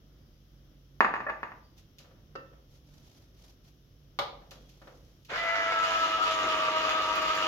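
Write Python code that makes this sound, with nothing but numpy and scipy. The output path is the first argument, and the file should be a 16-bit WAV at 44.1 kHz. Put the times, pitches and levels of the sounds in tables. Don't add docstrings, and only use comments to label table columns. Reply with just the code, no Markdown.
import sys
import numpy as np
from scipy import signal
from scipy.fft import rfft, irfft, next_fast_len
from scipy.io import wavfile

SR = 44100
rng = np.random.default_rng(int(sys.argv[2]) if len(sys.argv) > 2 else 0)


def to_wav(sig):
    pcm = np.clip(np.atleast_2d(sig), -1, 1) * 32767
    pcm = np.round(pcm).astype(np.int16)
    wavfile.write(sys.argv[1], SR, pcm.T)


N = 329427
TIME = np.arange(N) / SR

# shaft_multiple, light_load_db, medium_load_db, full_load_db
GEAR_TONES = [(13, -60, -58, -53), (18, -58, -55, -54), (22, -56, -57, -54), (26, -38, -40, -40),
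              (30, -60, -50, -56), (35, -45, -51, -57), (39, -50, -44, -41), (47, -62, -49, -45),
              (48, -44, -41, -37), (50, -46, -47, -44), (52, -35, -30, -33), (56, -49, -46, -43),
              (65, -43, -45, -47), (69, -46, -49, -63), (74, -44, -60, -55), (78, -36, -54, -56),
              (82, -48, -56, -65), (91, -44, -57, -51), (95, -49, -63, -54), (99, -52, -63, -54),
              (104, -60, -65, -50), (109, -51, -60, -69), (112, -58, -48, -57), (117, -63, -49, -52),
              (120, -67, -59, -50)]
# frequency_hz, density_db
RATTLE_SPECTRUM = [(300, -20), (800, -6), (1250, -0.5), (1500, -3.5), (2100, -3.5), (2680, -0.5),
                   (2880, 4.5), (3150, -2.5), (3600, -4), (4300, -9.5), (6400, -13.5), (7250, -18),
                   (7900, -33.5), (12000, -29), (16000, -39)]
# frequency_hz, density_db
CHATTER_SPECTRUM = [(200, -32), (520, 3), (800, 2.5), (1200, 8.5), (1700, 5), (2200, 4.5), (3000, -23),
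                    (7000, -55)]
# frequency_hz, density_db
RUMBLE_SPECTRUM = [(100, -10), (200, -8), (310, 4.5), (540, -1), (780, -3), (1200, 0), (2200, -4.5),
                   (4000, -46)]
# start_s, length_s, level_db
CONE_JOLTS = [(5.3, 0.051, -44), (6.43, 0.055, -41)]
# frequency_hz, left_minus_right_db
JUICER_TILT = [(200, 1), (700, 2.5), (1300, 1), (2400, -1), (4400, -3), (8000, 4), (15000, -2.5)]
# start_s, level_db
MUG_IMPACTS = [(1.0061, -2), (1.0468, -9), (1.1394, -15), (1.1553, -21), (1.1649, -23), (1.2045, -22),
               (1.2976, -19), (1.3011, -22), (1.4312, -19), (1.5188, -31)]
# start_s, length_s, slip_rate_hz, level_db
MUG_SLIDES = [(1.266, 0.01, 583, -23), (1.285, .012, 593, -26)]
# frequency_hz, density_db
MUG_CONTACT = [(90, -34.5), (200, -6.5), (700, -2.5), (1000, 6.5), (1400, 0.5), (1750, 2.5), (2300, -7.5),
               (2750, -13), (3100, -27.5), (3650, -26.5), (4700, -28), (6000, -40.5), (7100, -49.5),
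               (8000, -60.5), (12500, -45), (16000, -49)]
# frequency_hz, level_db, t60_s
MUG_RING = [(1184, -24, .36), (935, -26, .25), (1790, -30, .08), (2500, -27, .15), (2772, -27, .12),
            (6654, -50, .22), (7058, -53, .16), (9050, -64, .22)]
# start_s, level_db
BOWL_TAPS = [(2.354, -33)]
# frequency_hz, density_db
BOWL_CONTACT = [(150, -4), (320, 15), (550, 14), (900, 6.5), (1500, 14), (2200, -10.5), (5000, -7.5),
                (7000, -21), (8500, -87), (16000, -24)]
# frequency_hz, level_db, t60_s
BOWL_RING = [(544, -16, .22), (1325, -19, .36), (1793, -16, .1), (2670, -32, .35), (2826, -37, .2),
             (4750, -34, .07)]
# start_s, level_db
CONE_KNOCKS = [(4.189, -14)]
# frequency_hz, density_db
CONE_CONTACT = [(130, -32), (280, -7), (800, 8), (1300, 5), (1800, -6), (2200, -0.5), (2650, -10),
                (2950, -1.5), (3900, -1), (5200, -10.5), (7000, -23.5), (8500, -33.5), (12000, -22),
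                (16000, -33)]
# frequency_hz, level_db, t60_s
CONE_RING = [(572, -8, 0.077), (844, -18.5, 0.2), (1218, -15, 0.12), (1500, -46, .12), (2200, -29, 0.11),
             (3520, -33, 0.096)]
# start_s, level_db
HAND_TOUCHES = [(2.0, -50.5), (2.045, -49), (2.11, -53), (2.16, -59), (2.53, -51), (4.418, -49),
                (4.516, -40.5), (4.817, -42.5), (4.873, -39.5)]
# frequency_hz, density_db
TOUCH_CONTACT = [(150, -18.5), (520, 6.5), (800, -5.5), (1400, -3.5), (2200, -13.5), (5000, -22.5),
                 (8500, -39), (16000, -38)]
# start_s, level_db
PLASTIC_TICKS = [(1.7793, -52.5), (1.985, -43.5), (3.6799, -59.5), (4.5097, -41), (4.6933, -51),
                 (5.249, -49), (7.1536, -34.5), (7.2195, -37), (7.3494, -36)]
# frequency_hz, density_db
TICK_CONTACT = [(800, -27), (2800, 6), (6500, 3), (8500, -15.5), (12000, -4), (16000, -15)]
# start_s, length_s, level_db
RUBBING_STROKES = [(1.76, 0.061, -63), (2.68, 0.14, -65.5), (2.8, 0.54, -64.5), (3.33, 0.23, -62.5),
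                   (3.63, 0.086, -64), (4.35, 1, -68)]
# frequency_hz, density_db
GLOVE_SPECTRUM = [(300, 7), (600, 7), (1500, -6), (3200, -0.5), (6200, 0.5), (8300, -17), (12000, -7.5),
                  (16000, -22)]
# start_s, length_s, pitch_hz, level_db
RUBBING_SQUEAKS = [(.1, .5, 4820, -81), (1.63, .07, 4760, -68), (4.54, .28, 3290, -74)]
# frequency_hz, density_db
AIR_SPECTRUM = [(25, -7), (55, -4.5), (110, -9.5), (150, -8), (220, -13.5), (310, -13.5), (410, -21),
                (540, -21.5), (900, -36), (1300, -32.5), (2300, -40.5), (5000, -67)]
# frequency_hz, density_db
HISS_SPECTRUM = [(1000, -12), (2300, -9.5), (3150, 2), (4400, -6.5), (5600, -0.5), (6600, -9.5),
                 (7700, -25), (9500, -24), (11800, -8.5), (16000, -14)]
# pitch_hz, level_db
HUM_TONES = [(48.4, -62), (96.9, -70), (140, -66.5)]
# frequency_hz, left_minus_right_db
KITCHEN_TILT = [(50, -1), (200, -3.5), (600, 2.5), (2200, -3), (4000, 5), (12000, 6.5)]
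# frequency_hz, t60_s
REVERBERATION = [(200, 0.81), (530, 0.61), (1400, 0.4), (3700, 0.42), (12000, 0.23)]

PINION_TEETH = 13
START_S, SPIN_UP_S, PRESS_S, PRESS_RISE_S = 5.28, 0.1, 5.5, 1.08
CATCH_HZ, FREE_HZ, SAG_HZ = 18, 25.75, 1.39
START_PLAY_DEG, SETTLE_S, FREE_PLAY_DEG, LOAD_PLAY_DEG, PLAY_POWER = 5.5, 0.065, 0.38, 0.93, 4
WHINE_DB, WHINE_LOAD_DB = -28.5, 1.5
RATTLE_DB, RATTLE_LOAD_DB = -38, 2.5
RUMBLE_DB, RUMBLE_LOAD_DB = -48.5, 7.5
WHINE_ATTACK_S, WHINE_START_DB = 0.26, -10.5
BITE_S, BITE_RISE_S, BITE_DB = 5.8, 0.11, 3
CHATTER_DB, CHATTER_ATTACK_S, CHATTER_HOLD_S, CHATTER_RELEASE_S = -36.5, 0.06, 0.3, 0.38
AIR_DB, HISS_DB = -60, -72
PORT_LAG_MS = 0.14
TOP_HZ = 15900


def juicer(tooth_decay=0.31, wear_db=2.5, scatter_db=3.0, slack_loss_db=1.3):
    shaft_hz, load, play = drive()
    turns = np.cumsum(shaft_hz) / SR
    tooth, mesh = np.divmod(turns * PINION_TEETH, 1)
    tooth = tooth.astype(int)
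    worn_db = wear_db * rng.standard_normal(PINION_TEETH)[tooth % PINION_TEETH]
    size_db = worn_db + scatter_db * rng.standard_normal(2 ** 13)[tooth]
    scrape = undb(size_db) * np.exp(-mesh / tooth_decay) * rng.standard_normal(N)
    rattle = unit(in_room(colour(scrape, RATTLE_SPECTRUM), wet_db=4.5, near_db=-16))
    chatter = unit(in_room(colour(scrape, CHATTER_SPECTRUM), wet_db=6, near_db=12))

    bumps = np.interp(turns % 1, np.linspace(0, 1, 256), rng.standard_normal(256))
    rubbing = diffuse(N) + undb(-9.5) * bumps
    rumble = unit(colour(rubbing, RUMBLE_SPECTRUM)) * undb(1.1 * walk(20))

    unseated_db = WHINE_START_DB * (1 - ramp(START_S, WHINE_ATTACK_S))
    whine_db = WHINE_DB + WHINE_LOAD_DB * load + unseated_db - slack_loss_db * play
    tones = undb(whine_db) * whine(shaft_hz, turns, load, play)

    rattle_db = RATTLE_DB + RATTLE_LOAD_DB * load + BITE_DB * ramp(BITE_S, BITE_RISE_S)
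    rattle_gain = (shaft_hz / FREE_HZ) ** 2 * undb(rattle_db)
    rumble_gain = undb(RUMBLE_DB + RUMBLE_LOAD_DB * load) + swells(CONE_JOLTS)
    release_s = START_S + CHATTER_ATTACK_S + CHATTER_HOLD_S
    slack = ramp(START_S, CHATTER_ATTACK_S) - ramp(release_s, CHATTER_RELEASE_S)
    sound = tones + rattle_gain * rattle + rumble_gain * rumble + undb(CHATTER_DB) * slack * chatter
    switched_on = ramp(START_S, 0.023) ** 2
    return lean(sound * switched_on, JUICER_TILT)


def drive():
    load = ramp(PRESS_S, PRESS_RISE_S)
    shaft_hz = CATCH_HZ + (FREE_HZ - CATCH_HZ) * ramp(START_S, SPIN_UP_S) - SAG_HZ * load
    unsettled = np.exp(-np.maximum(TIME - START_S, 0) / SETTLE_S)
    play = FREE_PLAY_DEG + START_PLAY_DEG * unsettled + LOAD_PLAY_DEG * load ** PLAY_POWER
    return shaft_hz, load, play


def whine(shaft_hz, turns, load, play, flutter_db=2.5, throb_db=1.24, echo_db=-2,
          shell_width_hz=6, shell_db=8, side_db=-0.5, side_play=0.31):
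    shell_hz = 1998
    wobble = np.radians(play) * walk(55)
    grab_db = throb_db * load * walk(70)
    out = np.zeros((2, N))
    on = TIME > START_S
    for k, *levels in GEAR_TONES:
        is_mesh = k % PINION_TEETH == 0
        hz = k * shaft_hz[on]
        angle = k * (2 * np.pi * turns + wobble * (1 if is_mesh else side_play))[on]
        db = np.interp(load[on], np.linspace(0, 1, len(levels)), levels) + (0 if is_mesh else side_db)
        db = db + (grab_db + flutter_db * walk(22))[on]
        db = db + shell_db / (1 + ((hz - shell_hz) / shell_width_hz) ** 2)
        for ch in range(2):
            restless = (walk(26)[on] + 1j * walk(26)[on]) / np.sqrt(2)
            echo = undb(echo_db) * np.minimum(hz / 1200, 1) * restless
            lag = 2 * np.pi * hz * ch * PORT_LAG_MS / 1000
            out[ch, on] += undb(db) * np.real((1 + echo) * np.exp(1j * (angle - lag)))
    return out / np.sqrt(np.mean(out[:, on] ** 2))


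def mug():
    slips = []
    for s, length, hz, db in MUG_SLIDES:
        for k in range(int(length * hz)):
            slips.append((s + (k + 0.12 * rng.standard_normal()) / hz, db))
    skid = colour(blows(slips), [(600, 2.5), (1200, -5.5), (1800, 1.5), (2400, -6.5), (4000, -18.5)])
    glass = struck(blows(MUG_IMPACTS) + skid, MUG_CONTACT, MUG_RING, ring_db=-9.0)
    return in_room(glass, wet_db=-3.0, near_db=-2.5)


def plastic():
    bowl = struck(blows(BOWL_TAPS), BOWL_CONTACT, BOWL_RING, ring_db=-0.5)
    cone = struck(blows(CONE_KNOCKS), CONE_CONTACT, CONE_RING, ring_db=-8.0)
    touches = struck(blows(HAND_TOUCHES), TOUCH_CONTACT, [], ring_db=0)
    ticks = struck(blows(PLASTIC_TICKS), TICK_CONTACT, [], ring_db=0)
    return (undb(-0.5) * in_room(bowl, wet_db=3, near_db=7)
            + undb(-1) * in_room(cone, wet_db=4.0, near_db=5.5)
            + undb(-1.0) * in_room(touches, wet_db=7.5, near_db=6)
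            + undb(5.0) * in_room(ticks, wet_db=5.5, near_db=3.5))


def blows(hits):
    x = np.zeros(N)
    for s, db in hits:
        x[int(s * SR)] += undb(db)
    return x


def struck(force, clack, modes, ring_db):
    t = TIME[:2 ** 15]
    cepstrum = irfft(np.log(undb(across(clack, freqs(t)))))
    fold = 2. * (np.arange(len(t)) < len(t) // 2)
    fold[0] = 1
    body = irfft(np.exp(rfft(cepstrum * fold)))
    body = body / np.abs(body).max()
    for hz, db, t60 in modes:
        decay = np.exp(-np.log(1000) * t / t60)
        body = body + undb(db + ring_db) * np.sin(2 * np.pi * hz * t) * decay
    return signal.fftconvolve(force, body)[:N]


def glove(grain_db=3):
    grains = diffuse(N) * undb(grain_db * walk(120))
    return unit(colour(grains, GLOVE_SPECTRUM)) * swells(RUBBING_STROKES)


def squeaks():
    out = 0
    for s, length, hz, db in RUBBING_SQUEAKS:
        swell = np.sin(np.pi * np.sqrt(np.clip((TIME - s) / length, 0, 1)))
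        gain = undb(db + 1.8 * walk(30.24)) * swell
        out = out + gain * np.sin(2 * np.pi * hz * TIME + 1.4 * walk(150))
    return in_room(out, wet_db=-2, near_db=-6)


def kitchen():
    air = unit(colour(diffuse(N), AIR_SPECTRUM)) * undb(AIR_DB + walk(11))
    hiss = unit(colour(diffuse(N), HISS_SPECTRUM)) * undb(HISS_DB)
    hum = 0
    for hz, db in HUM_TONES:
        gain = np.sqrt(2) * undb(db + 2.5 * walk(5))
        hum = hum + gain * np.sin(2 * np.pi * hz * TIME + 2.7 * walk(7.6))
    return lean(air + hiss + hum, KITCHEN_TILT)


def in_room(x, wet_db, near_db, near_s=0.0033):
    t = TIME[:2 ** 15]
    near = diffuse(len(t)) * np.exp(-t / near_s) * t
    near = near / np.sqrt(np.sum(near ** 2) / 2)
    response = undb(wet_db) * room_response() + undb(near_db) * near
    direct = np.array([x, np.interp(TIME - PORT_LAG_MS / 1000, TIME, x)])
    return direct + signal.fftconvolve(x[None], response, axes=1)[:, :N]


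def room_response(build_s=0.0024):
    t = TIME[:2 ** 15]
    noise, out = diffuse(len(t)), 0
    spectrum, centres = rfft(noise), [hz for hz, _ in REVERBERATION]
    for share, (_, t60) in zip(np.eye(len(centres)), REVERBERATION):
        band = irfft(spectrum * across(list(zip(centres, share)), freqs(noise)))
        out = out + band * np.exp(-np.log(1000) * t / t60)
    out = out * (1 - np.exp(-t / build_s))
    return out / np.sqrt(np.sum(out ** 2) / 2)


def diffuse(size, apart_hz=1100):
    mid, side = rng.standard_normal((2, size))
    side = colour(side, [(apart_hz / 16, -16), (apart_hz / 3, -11), (apart_hz, 0)])
    return np.array([mid + side, mid - side]) / np.sqrt(2)


def lean(x, balance):
    left = colour(x[0], [(hz, db / 2) for hz, db in balance])
    right = colour(x[1], [(hz, -db / 2) for hz, db in balance])
    return np.array([left, right])


def colour(x, points):
    size = next_fast_len(x.shape[-1], True)
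    gain = undb(across(points, np.fft.rfftfreq(size, 1 / SR)))
    return irfft(rfft(x, size) * gain, size)[..., :x.shape[-1]]


def across(points, f):
    hz, value = np.transpose(points)
    return np.interp(np.log(f + 1), np.log(hz), value)


def freqs(x):
    return np.fft.rfftfreq(x.shape[-1], 1 / SR)


def walk(rate):
    knots = rng.standard_normal(2048)
    place = TIME * rate
    k = place.astype(int)
    ease = (place - k) ** 2 * (3 - 2 * (place - k))
    return knots[k % len(knots)] * (1 - ease) + knots[(k + 1) % len(knots)] * ease


def ramp(start_s, length_s):
    return np.clip((TIME - start_s) / length_s, 0, 1)


def swells(rows):
    return sum(undb(db) * np.sin(np.pi * ramp(s, length)) for s, length, db in rows)


def undb(db):
    return 10 ** (np.asarray(db) / 20)


def unit(x):
    return x / np.sqrt(np.mean(x ** 2))


def scene():
    return mug() + plastic() + glove() + squeaks() + juicer() + kitchen()


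def record(dry):
    thinned = signal.sosfilt(signal.butter(3, 33, "high", fs=SR, output="sos"), dry)
    return signal.sosfilt(signal.ellip(10, .2, 80, TOP_HZ, fs=SR, output="sos"), thinned)


dry = scene()
out = record(dry)
to_wav(out)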